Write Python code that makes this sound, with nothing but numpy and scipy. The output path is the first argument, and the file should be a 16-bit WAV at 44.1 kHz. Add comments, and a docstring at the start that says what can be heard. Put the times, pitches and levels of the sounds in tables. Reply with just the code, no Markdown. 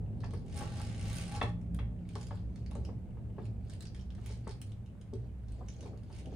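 """Bead bags on a table

Bags woven from plastic beads are handled on a cloth-covered table in a small room. A bead strap is
dragged off the table and knocks on it; beads shift and click as a bag is turned; hands and bags bump
down. Each impact excites damped modes in the beads or the table top, and friction adds a fine hiss.
Behind it are a low hum and the rumble of traffic, with one far engine slowly gathering speed."""
import sys
import numpy as np
from scipy import signal
from scipy.fft import rfft, irfft, next_fast_len
from scipy.io import wavfile
from scipy.ndimage import uniform_filter1d

SR = 44100
rng = np.random.default_rng(int(sys.argv[2]) if len(sys.argv) > 2 else 0)


def file_out(sig):
    """Save sig as 16-bit WAV at sys.argv[1]."""
    # one column per channel
    cols = np.atleast_2d(sig).T
    # limit, then scale
    lim = np.clip(cols, -1, 1)
    pcm = np.round(lim * 32767).astype(np.int16)
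    wavfile.write(sys.argv[1], SR, pcm)


N = 280035
T = np.arange(N) / SR
GRIP_ATTACK_S, GRIP_SETTLE_S = 0.096, 0.089  # a handling stroke swells, then dies, by 20 dB

# Spectrum of beads clattering on the table. Each row: frequency in Hz, gain in dB.
CLATTER_SPECTRUM = [(100, -8.5), (250, -6), (400, 2.5), (600, 0), (900, -9), (1400, -12.5), (2300, -8),
                    (3500, -13.5), (5000, -14.5), (8000, -13.5)]


def knocks(clatter_t60=0.086, crack_t60=0.012, rise_s=0.00036, cushion_s=0.0023):
    """Cushioned impact: cloth slows the rise of a blow. Returns the clatter and the table's ring."""
    # Strap, bag or hand bumping the table. Each row: start in seconds, relative level in dB,
    # low thud in dB, hard crack in dB, cushioning from 0 to 1, ring over clatter in dB.
    blows = [(0.235, -37.5, -13.5, -8, 0.3, -5.5), (0.334, -41, 1, -9.5, 0.4, -8.5),
             (0.614, -40.5, 0.5, -6, 0.7, -9), (0.802, -41.5, -24, -6, 0, 0),
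             (1.414, -24, -12.5, -0.5, 0, 1), (1.424, -32, -0.5, -15, 0.8, -3),
             (1.789, -39, -5, -0.5, 0.12, -8.5), (1.915, -60, 7, -17, 0.4, -7),
             (2.153, -35.5, -7, -21, 0.55, -3.5), (2.308, -37, -4.5, -12.5, 0.13, -10.5),
             (2.714, -47, -12, -28, 0.1, -3), (2.754, -43, 8.5, -27, 0, 0),
             (2.886, -44.5, 1, -13, 0.9, -10), (3.169, -52, -7.5, -11, 0.5, -5),
             (3.381, -41, 6, -13, 0.4, -8), (4.181, -51.5, 0, -9, 0.1, -10), (4.298, -54, 7, 0, 0.52, -8),
             (4.469, -36.5, -1.5, -16, 0.3, -5.5), (5.129, -50, 15.5, -43, 0.48, -3),
             (5.607, -43.5, -9, -28, 0.6, -14), (5.825, -49, 4, -24, 0.6, -19),
             (5.857, -43.5, -5, -28, 0.5, -9), (5.933, -49, 2.5, -21, 0.2, -9),
             (6.099, -47.5, -9, -13, 0.4, -10), (6.318, -54, 6, -14, 0.2, -4)]
    # Spectrum of the first bare contact. Each row: frequency in Hz, gain in dB.
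    crack_spectrum = [(400, -19), (1100, 2), (1450, -2.5), (1800, 9), (2400, -18), (2950, -13),
                      (3350, 12.5), (3800, -2.5), (4600, -5), (9000, -22)]
    out, t = np.zeros((2, N)), np.arange(SR // 4) / SR
    boom_hz, boom_s = 109.8, 0.084  # the hollow under the table swells and dies after a bump
    boom = np.sin(np.pi * np.minimum(t / boom_s, 1)) ** 2 * np.sin(2 * np.pi * boom_hz * t)
    for start, db, thud_db, crack_db, cushion, ring_db in blows:
        cushion = np.clip(cushion, 0, 1)
        rise = 1 - np.exp(-t / (rise_s + cushion * cushion_s))
        clatter = unit(colour(noise_burst(t, clatter_t60), CLATTER_SPECTRUM) * rise)
        crack = unit(colour(noise_burst(t, crack_t60), crack_spectrum))
        bare = (1 - cushion) ** 4
        ring = undb(ring_db) * unit(table_ring(t) * rise)
        blow = unit(np.array([clatter + undb(-1) * bare * crack, ring])) / np.sqrt(2)
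        contact_spectrum = [(80, thud_db + 9), (420, thud_db + 2.5), (700, 0), (1200, 0.0033),
                            (2200, crack_db), (4000, crack_db - 9.5), (12000, crack_db - 40.5)]
        add(out, start, colour(blow, contact_spectrum) * undb(db - 16))
        add(out[1], start, boom * undb(db + thud_db - 3))
    return out


def table_ring(t, spot_db=4.5):
    """Modal superposition: each spot struck excites the table's modes in a new mix."""
    # The table top's modes. Each row: frequency in Hz, relative level in dB, 60 dB decay in seconds.
    modes = [(241, 0.5, 0.13), (309, -8, 0.15), (398.3, -8, 0.28), (435.5, -3, 0.26), (476, -5, 0.18),
             (641, -14.5, 0.21), (751, -11.5, 0.13), (823, 3, 0.11), (893, 0.5, 0.1), (1059, -5, 0.083),
             (1120, 1.5, 0.062), (1337, -7, 0.17), (1586, -11.5, 0.11), (1728, -11.5, 0.076),
             (1810, -14, 0.08), (2650, -2, 0.087)]
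    phases, strengths = rng.random((2, len(modes)))
    ring = np.zeros(len(t))
    for (hz, db, t60), phase, strength in zip(modes, phases, strengths):
        gain = undb(db + spot_db * (2 * strength - 1))
        ring += gain * fade(t, t60) * np.sin(2 * np.pi * (hz * t + phase))
    return unit(ring)


def bead_clicks(rise_s=0.00032, snap_t60=0.008, tone_t60=0.012, rebound_s=0.014, ring_width=0.26):
    """Elastic collision: a bead snaps, rings and rebounds once, with its own pitch and brightness."""
    # Bead striking bead. Each row: start in seconds, relative level in dB, ring pitch in Hz,
    # top treble gain in dB, height of the resonance above the snap in dB.
    collisions = [(0.205, -66.5, 4040, -28, 4), (0.243, -62, 4700, -48, 15), (0.308, -65.5, 6200, -34, -4),
                  (0.336, -64.5, 8970, -17, -5), (0.527, -68, 3370, -24, 2), (0.567, -55.5, 8970, 8, 7),
                  (1.012, -59, 2740, -11, 2), (1.159, -56.5, 9260, -1, 11), (1.198, -69, 3270, -11, -3),
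                  (1.217, -64, 5400, -14, 4), (1.321, -57, 4130, -8, -5), (1.35, -55, 2670, -18, 12),
                  (1.362, -52.5, 5440, -8, 2), (1.428, -54.5, 4200, -10, 8), (1.614, -74, 2420, -13, -6),
                  (1.746, -55, 10510, 4.5, 7), (2.09, -63.5, 2460, -14, 7), (2.154, -55, 4390, -20, 1),
                  (2.182, -67, 2500, -10, 7), (2.212, -58, 7200, -16, 5), (2.229, -60.5, 6960, -16, 6),
                  (2.269, -60, 4830, -7, -7), (2.559, -65.5, 4400, -55, -3), (2.662, -63.5, 4500, -53, 11),
                  (2.712, -62, 2670, -11, -7), (2.752, -62, 8530, -28, -3), (2.85, -60, 5430, -23, 5),
                  (3.454, -66, 2500, -30, 9.5), (3.698, -60.5, 4760, -15, 10), (3.735, -62.5, 8660, -5, 3),
                  (3.807, -55.5, 4000, -4, -1), (3.823, -56.5, 5000, 4, 2), (3.854, -59.5, 5700, -42, 5),
                  (3.87, -62, 4600, -39, 20), (3.947, -62.5, 3300, -31, 8), (3.963, -70, 4230, -27, 6),
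                  (3.994, -69.5, 3163, -40, 6), (4.011, -71.5, 5660, -40, 10), (4.104, -66.5, 3477, -56, 6),
                  (4.15, -68.5, 8210, -30, -7), (4.261, -52, 13900, 6, -1), (4.476, -61, 7880, -19, 2),
                  (4.493, -61.5, 5060, -18, 3), (4.511, -59.5, 4500, -27, 5), (4.616, -52, 8800, 6, 6),
                  (4.719, -67.5, 3500, -36, 5), (4.861, -73, 3060, -25, 3), (5.013, -67.5, 6500, -25, -3),
                  (5.136, -64.5, 7900, -7, -4), (5.484, -71.5, 4200, -32, 2), (5.521, -66.5, 8300, 0, 0),
                  (5.685, -57, 6120, -32, 16), (5.764, -69.5, 6200, -38, 11), (5.808, -61, 6050, -20, 8),
                  (5.828, -68, 3900, -20, 2), (5.861, -72, 5300, -24, 2), (5.975, -70.5, 4530, -7, -1),
                  (6.034, -74, 4940, -11, 5), (6.127, -67, 4970, -21, 4), (6.15, -72, 9140, -10, 7),
                  (6.187, -67, 2550, -7, -3), (6.258, -65, 2880, -20, -2)]
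    # Filter common to all clicks. Each row: frequency in Hz, gain in dB.
    click_filter = [(400, -19.5), (1200, 1.5), (2200, 5.5), (6500, 1.5), (7700, -1), (9300, 7),
                    (11500, -9.5), (15000, -8)]
    out, t = np.zeros(N), np.arange(2048) / SR
    strike = fade(t, snap_t60) * (1 - np.exp(-t / rise_s))
    for start, db, hz, top_db, ring_db in collisions:
        lag = rebound_s * (0.5 + rng.random())
        rebound = undb(-12) * (t > lag) * fade(abs(t - lag), snap_t60)
        resonance = [(hz / (1 + ring_width), 0), (hz, ring_db), (hz * (1 + ring_width), 0)]
        snap = colour(rng.standard_normal(len(t)) * (strike + rebound), resonance)
        snap = colour(snap, [(6000, 0.044), (10500, top_db / 4), (15000, top_db)])
        tone = np.sin(2 * np.pi * hz * t) * fade(t, tone_t60)
        add(out, start, unit(unit(snap) + undb(-7) * unit(tone)) * undb(db - 6))
    return colour(out, click_filter)


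def strap_drag():
    """Sliding friction: passing beads and fine rubbing hiss, and force the table into vibration."""
    # The strap sliding over the table. Each row: time in seconds, relative level in dB.
    slide_levels = [(0.45, -72.5), (0.58, -52), (0.7, -59.5), (0.8, -54.5), (0.98, -59), (1.06, -53),
                    (1.18, -51.5), (1.28, -55.5), (1.39, -59), (1.5, -66)]
    # Slips through the hand. Each row: start in seconds, relative level in dB, hold in seconds.
    slips = [(2.2, -68, 0.035), (4.275, -61, 0.05), (6.15, -65.5, 0.052)]
    # The table murmuring under the strap. Each row: time in seconds, relative level in dB.
    murmur_levels = [(0.48, -81), (0.61, -45.5), (0.7, -57.5), (0.8, -56), (0.98, -66), (1.06, -56.5),
                     (1.27, -64), (1.38, -49), (1.46, -80)]
    # Filter on the sliding hiss, with a notch near 11.7 kHz. Each row: frequency in Hz, gain in dB.
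    hiss_filter = [(150, -5), (300, 12), (600, 10), (760, 6), (860, 14.5), (950, 9.5), (1100, -0.5),
                   (1400, 6), (2200, 11.5), (4000, 7.5), (6500, 4.5), (7700, 0), (9500, -2.5), (11700, -25),
                   (12700, -9.5), (14800, -10), (16000, -47)]
    # Filter on the fine sizzle, with a notch near 11.7 kHz. Each row: frequency in Hz, gain in dB.
    sizzle_filter = [(7000, -37), (9500, 3), (11700, -17), (12700, 1.5), (15000, -5), (16000, -24)]
    beads = passing_beads()
    rub = contacts(per_s=3000, scatter_db=0, t60=0.025)
    patter = (beads + undb(-4) * rub) * undb(0.1 * wander(18))
    ring = signal.fftconvolve(patter, table_ring(np.arange(SR // 4) / SR))[:N]
    murmur = unit(ring) + unit(colour(patter, CLATTER_SPECTRUM))
    murmur = unit(colour(murmur, [(150, -11), (1000, 9), (1600, 6), (4000, -14)]))
    sliding = envelope(slide_levels) + strokes(slips, GRIP_ATTACK_S, GRIP_SETTLE_S)
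    hiss = colour(patter, hiss_filter) / np.std(colour(rub, hiss_filter)) * sliding
    pull = sliding / sliding.max()
    sizzle = unit(colour(patter, sizzle_filter)) * pull ** 2 * undb(-61)
    return hiss + sizzle + undb(-1) * murmur * envelope(murmur_levels)


def passing_beads(jitter=0.14, scatter_db=2.5, t60=0.014):
    """A nearly periodic impact train: bead after bead ticks past, at a rate set by the strap's speed."""
    # Speed of the pull. Each row: time in seconds, beads per second.
    speeds = [(0.5, 60.8), (1.0, 63.2), (1.16, 74), (1.4, 63.6)]
    passed = np.cumsum(np.interp(T, *np.transpose(speeds))) / SR
    offsets, sizes = rng.standard_normal((600, 2)).T
    positions = np.arange(len(offsets)) + jitter * offsets  # in bead spacings
    times = np.interp(positions, passed, T, right=T[-1] + 1)
    gains = undb(scatter_db * np.clip(sizes, -2, 1.3))
    energy = np.bincount((times * SR).astype(int), gains ** 2, N)[:N]
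    return unit(colour(snaps(energy, t60), [(1500, -4), (6000, -3.5), (9400, 6), (11500, 0.5)]))


def bead_shifts():
    """Random micro-impacts: woven beads crackle as they settle, and tick faintly while only held."""
    # A bag is gripped or turned. Each row: start in seconds, level in dB, hold in seconds.
    grips = [(0.24, -69, 0.026), (0.35, -63.5, 0.021), (2.1, -69.5, 0.11), (2.31, -66, 0.067),
             (2.57, -69.5, 0.019), (2.72, -74, 0.15), (3.43, -70, 0.02), (3.72, -61.5, 0.01),
             (3.97, -68.5, 0.046), (4.15, -82, 0.12), (4.28, -62, 0.043), (4.5, -62.5, 0.0056),
             (4.67, -70.5, 0.034), (5.22, -77, 0.023), (5.51, -72.5, 0.083), (5.7, -66, 0.035),
             (5.82, -64.5, 0.047), (6.13, -64.5, 0.054), (6.33, -67, 0.018)]
    # Filter on the crackle. Each row: frequency in Hz, gain in dB.
    crackle_filter = [(300, 20.5), (900, 11), (1800, 4.5), (3000, 1), (4800, 10), (6500, -13), (7700, -9.5),
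                      (9300, -8), (11000, -22), (15000, -28)]
    crackle = unit(colour(contacts(per_s=500, scatter_db=2.2, t60=0.014), crackle_filter))
    lone = bead_ticks(per_s=110, low_hz=2200, high_hz=10000, t60=0.013)
    held = bead_ticks(per_s=35, low_hz=700, high_hz=3000, t60=0.015)
    moved = unit(crackle + undb(-5) * lone) * strokes(grips, GRIP_ATTACK_S, GRIP_SETTLE_S)
    return moved + held * undb(-81)


def bead_ticks(per_s, low_hz, high_hz, t60, scatter_db=2.5):
    """Damped free vibration: at random moments a lone bead rings at three pitches of its own."""
    out, t = np.zeros(N), np.arange(1024) / SR
    draws = rng.random((1200, 6))
    starts = np.cumsum(0.3 + 1.4 * draws[:, 0]) / per_s
    for start, (_, size, *pitches, phase) in zip(starts, draws):
        if start < T[-1]:
            hz = low_hz * (high_hz / low_hz) ** np.array(pitches)[:, None]
            ring = np.sin(2 * np.pi * (hz * t + phase)).sum(0) * fade(t, t60)
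            strength = min(-np.log(1 - size), 3)  # exponentially distributed, capped
            add(out, start, ring * undb(scatter_db * strength))
    return unit(out)


def hand_brushes():
    """Friction on cloth: many small contacts under a hand merge into a dull, uneven rub."""
    # Strokes of the hand. Each row: start in seconds, relative level in dB, hold in seconds.
    brushes = [(2.78, -50.5, 0.04), (2.87, -47, 0.012), (5.24, -57, 0.022), (5.58, -52.5, 0.055),
               (5.83, -50, 0.092), (6.27, -46.5, 0.097)]
    # Spectrum of rubbed cloth. Each row: frequency in Hz, gain in dB.
    cloth_spectrum = [(100, -47), (250, 15.5), (420, 7), (800, 0.5), (1500, -63), (4000, -54)]
    rub = unit(colour(contacts(per_s=700, scatter_db=2, t60=0.02), cloth_spectrum))
    return rub * strokes(brushes, attack_s=0.091, settle_s=0.079) * undb(-5)


def contacts(per_s, scatter_db, t60):
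    """A Poisson process: tiny contacts of random size occur independently, each a brief snap."""
    sizes = undb(scatter_db * np.minimum(rng.exponential(size=N), 4))
    return snaps((rng.random(N) < per_s / SR) * sizes ** 2, t60)


def snaps(energy, t60):
    """Incoherent addition: the decaying powers of the contacts sum and shape one noise."""
    power = signal.lfilter([1], [1, -fade(1 / SR, t60) ** 2], energy)
    return unit(rng.standard_normal(N) * np.sqrt(power))


def room(x, wet_db, early_db, early_t60=0.016, t60=0.27, treble_t60=0.074):
    """Reverberation: quick reflections from the table and boxes, then a short tail, in stereo."""
    # Stereo balance. Each row: frequency in Hz, left minus right in dB.
    balance = [(200, 2), (500, 2), (1200, 3), (2300, 0.5), (4400, -3.5), (8000, -2.5)]
    t = np.arange(SR // 2) / SR
    early, low, high = rng.standard_normal((3, 2, len(t)))
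    dull_tail = colour(low * fade(t, t60), [(3000, 5), (9000, -0.5), (13000, -10)])
    bright_tail = colour(high * fade(t, treble_t60), [(3000, 6), (9000, 6.5), (13000, -16.5)])
    tail = (dull_tail + bright_tail) * np.clip(t / 0.0016, 0, 1)
    early = early * fade(t, early_t60) * (t > 0.001)
    mid, side = (undb(wet_db) * unit(tail) + undb(early_db) * unit(early)) / np.sqrt(2 * len(t))
    side = colour(side, [(200, -9.5), (900, -1), (2000, 3)])  # long waves reach both sides alike
    response = spread([mid, side], side_db=-2)
    # the direct sound reaches the right a sample sooner
    response[0, 1] += 1
    response[1, 0] += 1
    # the reflections ripple the spectrum finely but leave its broad shape even
    size = next_fast_len(N + len(t), real=True)
    transfer = rfft(response, size)
    transfer /= np.sqrt(uniform_filter1d(abs(transfer) ** 2, size=1400, axis=1))
    left, right = irfft(transfer * rfft(x, size), size)[:, :N] * undb(2)
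    return np.array([colour(left, [(hz, db / 2) for hz, db in balance]),
                     colour(right, [(hz, -db / 2) for hz, db in balance])])


def traffic():
    """Low-frequency noise: the rumble of traffic outside, slowly receding."""
    # Course of the rumble. Each row: time in seconds, relative level in dB.
    rumble_levels = [(0, -40), (1.2, -41), (2.2, -45), (3.4, -43.5), (5.1, -49), (6.35, -46)]
    # Spectrum of the rumble. Each row: frequency in Hz, gain in dB.
    rumble_spectrum = [(15, -28), (31, -4.5), (46, -10.5), (62, -18.5), (74, 2.5), (100, -2), (125, -5),
                       (155, -7), (210, -8.5), (300, -20.5), (450, -24), (800, -33.5), (1600, -68),
                       (5000, -88)]
    return stereo_noise(rumble_spectrum, side_db=-9.5) * envelope(rumble_levels) * undb(-1)


def hums(mains_hz=60.02, upper_hz=109.9):
    """Amplitude and phase modulation: a mains hum wavers, and a higher hum swells and sinks."""
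    # Course of the higher hum. Each row: time in seconds, relative level in dB.
    upper_levels = [(0, -43), (0.6, -44.5), (1.5, -43), (1.95, -45.5), (3.0, -47), (3.45, -39),
                    (3.9, -52.5), (4.4, -45.5), (6.35, -58)]
    mains = wavering_tone(mains_hz, waver_rad=1, waver_db=4) * undb(-50.5)
    upper = wavering_tone(upper_hz, waver_rad=1.5, waver_db=3.5) * envelope(upper_levels)
    return (mains + upper) * undb(-1)


def far_engine(waver_db=3.5, waver_rad=0.62):
    """Transmission loss: only the lowest firing harmonics pass the walls, each wavering on its way."""
    # The engine's run. Each row: time in seconds, firing rate in Hz, relative level in dB.
    run = [(0, 51.62, -49.5), (0.798, 54.39, -54), (1.7, 58.35, -40.5), (2.15, 59.54, -45),
           (2.551, 60.39, -48), (3.002, 62.97, -47), (4.401, 61.03, -60), (6.35, 60.68, -55.5)]
    # Its harmonics. Each row: multiple of the firing rate, relative level in dB.
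    harmonics = [(1, -2), (2, -9.5), (3, -4), (4, -17.5), (5, -20)]
    times, firing_hz, levels_db = np.transpose(run)
    phase = 2 * np.pi * np.cumsum(np.interp(T, times, firing_hz)) / SR
    tone = np.zeros(N)
    for order, db in harmonics:
        gain = undb(db + waver_db * wander(14))
        tone += gain * np.sin(order * phase + waver_rad * wander(16))
    return np.sqrt(2) * tone * undb(np.interp(T, times, levels_db))


def background_hiss():
    """Stationary broadband noise: a faint, steady background hiss."""
    # Filter on the hiss, with a notch near 11.5 kHz. Each row: frequency in Hz, gain in dB.
    hiss_filter = [(100, 19), (500, 10), (1200, 2.5), (2500, -3), (5000, -14), (9500, -11.5), (11500, -25),
                   (14000, -15), (15500, -34)]
    return stereo_noise(hiss_filter, side_db=-1) * undb(-68)


def wavering_tone(hz, waver_rad, waver_db):
    """A sinusoid whose phase and level wander."""
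    phase = 2 * np.pi * hz * T + waver_rad * wander(12)
    return np.sqrt(2) * np.sin(phase) * undb(waver_db * wander(14))


def wander(per_s):
    """Linearly interpolated random values with a spread near 1."""
    step = int(SR / per_s)
    stairs = np.repeat(rng.standard_normal(N // step + 1), step)
    return 1.3 * uniform_filter1d(stairs, step)[:N]


def strokes(rows, attack_s, settle_s):
    """Gain of hand movements, summed in power: each rises 20 dB per attack_s, holds and dies down."""
    power = np.zeros(N)
    for start, db, hold in rows:
        before = np.maximum(start - T, 0) / attack_s
        after = np.maximum(T - start - hold, 0) / settle_s
        power += undb(db - 20 * (before + after)) ** 2
    return np.sqrt(power)


def envelope(rows):
    """Gain along rows of seconds and dB, silent outside them."""
    times, db = np.transpose(rows)
    return undb(np.interp(T, times, db, left=-np.inf, right=-np.inf))


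def colour(x, points):
    """Minimum-phase filter through points of Hz and dB; folding the cepstrum makes it causal."""
    size = next_fast_len(x.shape[-1] + 4096)
    size += size % 2
    hz, db = np.transpose(points)
    grid = np.maximum(np.fft.rfftfreq(size, 1 / SR), 1)
    magnitude = undb(np.interp(np.log(grid), np.log(hz), db))
    cepstrum = irfft(np.log(magnitude))
    cepstrum[1:size // 2] *= 2
    cepstrum[size // 2 + 1:] = 0
    return irfft(rfft(x, size) * np.exp(rfft(cepstrum)))[..., :x.shape[-1]]


def noise_burst(t, t60):
    """Exponentially decaying white noise."""
    return rng.standard_normal(len(t)) * fade(t, t60)


def stereo_noise(spectrum, side_db):
    """Partly coherent stereo from two independent filtered noises."""
    return spread(unit(colour(rng.standard_normal((2, N)), spectrum)), side_db)


def spread(pair, side_db):
    """Mid and side signals to left and right."""
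    return pair[0] + np.array([[1], [-1]]) * undb(side_db) * pair[1]


def fade(t, t60):
    """Exponential decay by 60 dB in t60 seconds."""
    return np.exp(-np.log(1000) * t / t60)


def add(out, start, sound):
    """Superpose a sound from its start in seconds."""
    i = max(int(start * SR), 0)
    out[..., i:i + sound.shape[-1]] += sound[..., :max(N - i, 0)]


def undb(db):
    """Decibels to gain."""
    return 10 ** (np.asarray(db) / 20)


def unit(x):
    """Scale to rms 1."""
    return x / np.sqrt(np.mean(x ** 2))


def scene():
    """Superposition in the room: the broad table top is heard more directly than the beads."""
    clatter, ring = knocks()
    table = room(clatter, wet_db=-4, early_db=-11) + room(ring, wet_db=-5, early_db=-17)
    handling = bead_clicks() + strap_drag() + bead_shifts() + hand_brushes()
    handling = room(handling, wet_db=-2, early_db=-5)
    drone = traffic() + hums()
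    hiss = background_hiss()
    lean_right = undb([[-0.4], [0.4]])
    return table + handling + (drone + far_engine()) * lean_right + hiss


def record(dry, cutoff_hz=16050):
    """A steep elliptic low-pass filter removes the highest treble."""
    return signal.sosfilt(signal.ellip(8, 0.2, 80, cutoff_hz, fs=SR, output="sos"), dry)


dry = scene()
out = record(dry)
file_out(out)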